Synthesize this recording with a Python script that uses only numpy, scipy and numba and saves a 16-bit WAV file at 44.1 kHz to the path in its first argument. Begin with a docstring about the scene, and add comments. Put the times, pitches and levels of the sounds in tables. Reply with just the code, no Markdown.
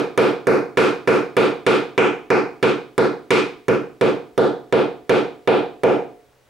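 """A small steel hammer taps a plastic anchor into a hollow wall, close up in a bare room.
We open on the tail of a blow, over quiet air, hum and a thin camera whine. Each new tap cracks on the
plastic, then rings the same low modes of wall and room; above them, dense modes blur into a decaying wash,
coloured by how the hammer face lands. A limiter flattens the front of each hit.
The taps gradually slow, and the knock turns hollower as the anchor seats."""
import sys
import numpy as np
from scipy import signal
from scipy.fft import rfft, irfft
from scipy.io import wavfile
from numba import njit

SR = 44100
rng = np.random.default_rng(int(sys.argv[2]) if len(sys.argv) > 2 else 0)


def to_wav(sig):
    """Store sig (one row per channel, or 1-D mono) as 16-bit WAV at the path in sys.argv[1].

    Samples outside -1..1 are clipped; the rate is SR.
    """
    pcm = np.clip(np.atleast_2d(sig), -1, 1) * 32767
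    pcm = np.round(pcm).astype(np.int16)
    wavfile.write(sys.argv[1], SR, pcm.T)  # frames by channels


N = 286340

# The hits; the first lands before the start: (time [s], strength [dB], hardness as treble [dB],
# hollow knock [dB], treble spit [dB], dip centre [Hz], dip depth [dB])
BLOWS = [(-0.1154, 4, 1.5, -2.5, -23, 3540, 1.5), (0.1756, 4, 1, -1.5, -16, 3460, 2),
         (0.4694, 3, 1.5, -2.5, -16, 3270, 15.5), (0.7718, 3, 5, -3.5, -26, 3640, 1.5),
         (1.0741, 3, 2.5, -3, -27, 3470, 7), (1.3665, 2.5, 2, -1.5, -16.5, 5470, -0.5),
         (1.6646, 1, 5, -1.5, -13, 5450, 0), (1.9776, -3, 7.5, 2.5, -43, 4330, 12),
         (2.3023, -4.5, 6.5, 4, -13, 3340, 14.5), (2.627, -2, 3.5, -1.5, -19, 5460, 0),
         (2.9791, -1.5, 2.5, 0, -18.5, 2850, 10), (3.3053, -2, 10, -3, -7.5, 1420, 4.5),
         (3.6821, -0.5, -1.5, -4, -19.5, 3670, 8.5), (4.0109, 1.5, -2.5, -1, -19, 1780, 0.5),
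         (4.3771, 0.5, -2, 3, -18.5, 2460, 12), (4.7247, 1.5, -3, 2.5, -24, 6800, 4),
         (5.094, 1, -0.5, 1.5, -19, 1900, -0.8), (5.4743, 0.5, -1, 5.5, -43, 6300, 7.5),
         (5.834, 3, -5, 4.5, -22, 4100, 8)]
# Tone colour of the hammer's contact: (frequency [Hz], base gain [dB], tilt with strength [dB/dB],
# tilt with hardness [dB/dB], tilt with knock [dB/dB])
CONTACT_COLOUR = [(117, -1.5, -.5, 0, 0), (410, -1, 0, 0.5, 0.5), (590, -1, 0.5, 0.04, 0.68),
                  (786, -0.5, 0.32, 0.56, 1.5), (1110, -3, 0.19, 0.91, 0.25), (2440, -1, 0, 1.1753, 0.5),
                  (3270, 0.5, 0, 1, 0.62), (8450, -3, 0.5, 1.33, 0.32), (13000, -5, 1, 0.84, 0)]
# Body of the hollow wall; the sign of a swing says which side of the node the microphone is on:
# (frequency [Hz], t60 [s], left swing [linear], right swing [linear])
WALL_MODES = [(292.6, 0.44, -0.109, -0.168), (304.3, 0.51, 0.094, 0.081), (312.3, 0.36, -0.228, 0.153),
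              (316.9, 0.32, -0.001, -0.243), (352.8, 0.35, -0.11, -0.12), (359.0, 0.4, 0.172, 0.256),
              (369.9, 0.28, -0.507, -0.757), (372.1, 0.28, 0.701, 0.661), (379.4, 0.3, -0.471, -0.215),
              (386.9, 0.28, -0.166, -0.412), (395.0, 0.28, 0.257, -0.101), (399.5, 0.28, -0.318, 0.091),
              (421.7, 0.7, 0.046, 0.065), (426.7, 0.33, -0.202, -0.189), (440.7, 0.33, 0.247, 0.435),
              (450.0, 0.53, -0.061, -0.071), (458.0, 0.28, -0.227, -0.412), (464.9, 0.28, 0.413, 0.49),
              (471.0, 0.44, 0.208, 0.313), (476.6, 0.43, 0.142, 0.249), (498.0, 0.28, -0.353, -0.309),
              (510.5, 0.33, -0.102, -0.232), (521.8, 0.42, -0.069, -0.135), (527.6, 0.28, 0.242, 0.177),
              (558.8, 0.35, 0.079, 0.232), (579.7, 0.34, 0.087, 0.076), (638.7, 0.28, 0.089, 0.162),
              (662.1, 0.28, -0.101, -0.095), (714.6, 0.65, 0.03, 0.037), (773.0, 0.28, 0.052, 0.058)]
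# Lowest standing waves of the room: (frequency [Hz], t60 [s], left swing [linear], right swing [linear])
ROOM_MODES = [(121.1, 0.39, 0.033, 0.044), (126.4, 0.28, 0.088, 0.133), (130.4, 0.42, -0.086, -0.08),
              (220.1, 0.31, -0.243, 0.166), (222.0, 0.28, 0.102, -0.33), (234.3, 0.38, -0.009, -0.101),
              (245.8, 0.33, 0.084, 0.095), (257.9, 0.52, -0.019, -0.044), (267.4, 0.31, 0.076, 0.046)]
# The dense tail, before the contact colours it:
# (frequency [Hz], band level [dB], t60 [s], left-right likeness [0-1], left minus right [dB])
WASH_BANDS = [(30, -60, 0.5, .8, 0), (72, -37.5, 0.19, .95, 5), (93.5, -46, 0.37, 1, 1),
              (135, -26, .45, .6, -3), (185, -27, .4, .6, -3), (260, -23, .45, .5, -2),
              (530, -23, .45, .5, -2), (710, -25, 0.44, 0.4, 3), (805, -18.5, 0.39, 0.66, -0.5),
              (1083, -21.5, 0.39, 0.64, -3), (1270, -15.5, 0.37, 0.63, 0.2),
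              (1436, -16.5, 0.34, 0.67, -2.7), (1720, -22, 0.36, 0.6, 0), (2042, -29.5, 0.38, 0.68, -0.5),
              (2280, -18.5, 0.4, 0.58, -.5), (2770, -26.5, 0.35, 0.67, -1), (3320, -28, 0.39, 0.73, -1),
              (4100, -33.5, 0.41, .7, -.3), (6580, -41.5, 0.36, 0.68, 0), (11400, -45.5, 0.31, 1, -.3),
              (16300, -79, 0.6, 0.8, 0)]
# Clack of the plastic collar: (frequency [Hz], t60 [s], relative level [dB])
COLLAR_MODES = [(2340, 0.015, -7.5), (3260, 0.0042, -8.5)]
# Direct path and first reflections: (delay [s], clack gain [dB], spit gain [dB])
ARRIVALS = [(.0002, -6, -2.5), (.00155, -1.5, 4), (.0027, -6.5, -20), (.0055, -3.5, -7)]
# Bed of air and hiss: (frequency [Hz], relative noise density [dB])
AIR_SPECTRUM = [(20, -6), (60, 2.5), (130, -6), (250, -7.5), (500, 1.5), (700, -5.5), (2000, -12),
                (4000, -18), (15500, -27.5)]
# Steady hum and camera whine: (frequency [Hz], rms level [dB])
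STEADY_TONES = [(129, -68), (7867, -92), (15734, -81)]

RING_SAMPLES, MODES_GAIN_DB = int(.6 * SR), 1
WASH_RISE_S, LANDING_SPREAD_RAD = 0.00091, 0.65  # each blow lands a little differently
DIP_OCTAVES = 0.36  # half width of the dip where the contact time cancels the push
NEXT_DIP_RATIO, NEXT_DIP_SHARE = 2.3, 0.37  # a shallower dip repeats higher up
SPIT_BAND_HZ, SPIT_DECAY_S = (5000, 11300), 0.00081
AIR_DB, AIR_LIKENESS = -58, 0.69
LIMIT_DB, LIMIT_RATIO, ATTACK_S, RELEASE_S, AHEAD_S = -8.5, 7.8, 0.00063, 0.023, 0.0044
HIGH_CUT_HZ = 15760


def hammer():
    """Each blow layers low modes, wash and crack, shaped by the colour of that contact."""
    out = np.zeros((2, N + 2 * RING_SAMPLES))
    centres, bands = wash()
    mode_hz, t60, *swing = np.transpose([*ROOM_MODES, *WALL_MODES])
    modes = undb(MODES_GAIN_DB) * ring(mode_hz, t60, RING_SAMPLES)
    spot_reach = np.clip(centres / 800 - .5, 0, 1)  # the landing spot only matters above 400 Hz
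    for time_s, blow_db, hard_db, knock_db, spit_db, dip_hz, dip_db in BLOWS:
        colour = contact(blow_db, hard_db, knock_db, dip_hz, dip_db)
        spot = LANDING_SPREAD_RAD * rng.standard_normal(len(centres)) * spot_reach
        blend = colour(centres)[:, None] * np.array([np.cos(spot), np.sin(spot)]).T
        body = (swing * colour(mode_hz)) @ modes
        hit = body + np.einsum("bp,bcpn->cn", blend, bands)  # band, channel, pattern, sample
        tick = crack(colour, spit_db)
        hit[:, :len(tick)] += tick
        start = RING_SAMPLES + int(time_s * SR)
        out[:, start:start + RING_SAMPLES] += undb(blow_db) * hit
    return out[:, RING_SAMPLES:RING_SAMPLES + N]


def contact(blow_db, hard_db, knock_db, dip_hz, dip_db):
    """EQ curve of one contact: strength, hardness and knock tilt it, the contact time notches it."""
    points_hz, *tilts = np.transpose(CONTACT_COLOUR)
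    broad_db = np.dot([1, blow_db, hard_db, knock_db], tilts)

    def colour(hz):
        dip, next_dip = (np.exp(-(np.log2(hz / centre_hz) / DIP_OCTAVES) ** 2)
                         for centre_hz in (dip_hz, NEXT_DIP_RATIO * dip_hz))
        return undb(along(hz, points_hz, broad_db) - dip_db * (dip + NEXT_DIP_SHARE * next_dip))
    return colour


def crack(colour, spit_db):
    """Steel meeting plastic: a clack and a spit of treble, heard straight and off the nearest surfaces."""
    hz, t60, db = np.transpose(COLLAR_MODES)
    size = RING_SAMPLES // 32
    clack = (undb(db) * colour(hz)) @ ring(hz, t60, size)
    spit = rng.standard_normal(size) * np.exp(-np.arange(size) / SR / SPIT_DECAY_S)
    spit = signal.sosfilt(signal.butter(4, SPIT_BAND_HZ, "band", fs=SR, output="sos"), spit)
    return sum(np.roll(undb(clack_db) * clack + undb(spit_db + treble_db) * spit, int(delay_s * SR))
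               for delay_s, clack_db, treble_db in ARRIVALS)


def ring(hz, t60, size):
    """Struck modes: one decaying sine each, set off at the instant of the blow."""
    t = np.arange(size) / SR
    return np.sin(2 * np.pi * np.outer(hz, t)) * undb(-60 * t / np.asarray(t60)[:, None])


def wash():
    """Sixth-octave bands of dense modes, each dying at its own rate; two patterns for two landing spots."""
    t = np.arange(RING_SAMPLES) / SR
    f = np.fft.rfftfreq(RING_SAMPLES, 1 / SR) + 1
    centres = 30 * 2 ** (np.arange(54) / 6)
    points_hz, *columns = np.transpose(WASH_BANDS)
    noise = rfft(rng.standard_normal((2, 2, RING_SAMPLES)))
    bands = []
    for hz in centres:
        db, t60, likeness, pan_db = (along(hz, points_hz, column) for column in columns)
        window = np.cos(np.pi / 2 * np.clip(6 * np.log2(f / hz), -1, 1)) ** 2
        mid, side = irfft(noise * window, RING_SAMPLES)
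        envelope = (1 - np.exp(-t / WASH_RISE_S)) * undb(db - 60 * t / t60)
        pan = undb([[[pan_db / 2]], [[-pan_db / 2]]])
        bands.append(stereo(mid, side, likeness) / mid.std() * pan * envelope)
    return centres, np.array(bands)


def room_tone():
    """The bed: quiet indoor air and microphone hiss, with steady hum and whine."""
    f = np.fft.rfftfreq(N, 1 / SR) + 1
    t = np.arange(N) / SR
    spectrum = undb(along(f, *np.transpose(AIR_SPECTRUM)))
    mid, side = irfft(rfft(rng.standard_normal((2, N))) * spectrum, N)
    tones = sum(undb(db) * np.sqrt(2) * np.sin(2 * np.pi * hz * t) for hz, db in STEADY_TONES)
    return stereo(mid, side, AIR_LIKENESS) * undb(AIR_DB) / mid.std() + tones


def undb(db):
    """Decibels to linear gain."""
    return 10 ** (np.asarray(db) / 20)


def along(hz, points_hz, values):
    """Read a curve on a log-frequency axis."""
    return np.interp(np.log(hz), np.log(points_hz), values)


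def stereo(mid, side, likeness):
    """Left and right from two unrelated noises: likeness 0 is wide, 1 is mono."""
    c = np.clip(likeness, 0, 1)
    return np.array([np.sqrt((1 + c) / 2) * mid + sign * np.sqrt((1 - c) / 2) * side for sign in (1, -1)])


@njit
def follow(peak, attack, release):
    """The limiter's envelope: rises fast, falls slowly."""
    envelope, level = np.empty(len(peak)), 0.
    for i in range(len(peak)):
        level += (peak[i] - level) * (attack if peak[i] > level else release)
        envelope[i] = level
    return envelope


def scene():
    """Hammer up front, room tone underneath."""
    return hammer() + room_tone()


def record(dry):
    """A look-ahead limiter holds down both channels together, then a steep high cut takes off the top."""
    ahead = int(AHEAD_S * SR)
    peak = np.append(np.abs(dry).max(axis=0)[ahead:], np.zeros(ahead))
    level = follow(peak, 1 / (ATTACK_S * SR), 1 / (RELEASE_S * SR))
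    gain = np.minimum(1, undb(LIMIT_DB) / (level + 1e-9)) ** (1 - 1 / LIMIT_RATIO)
    high_cut = signal.ellip(10, .2, 70, HIGH_CUT_HZ, fs=SR, output="sos")
    return signal.sosfilt(high_cut, dry * gain)


dry = scene()
out = record(dry)
to_wav(out)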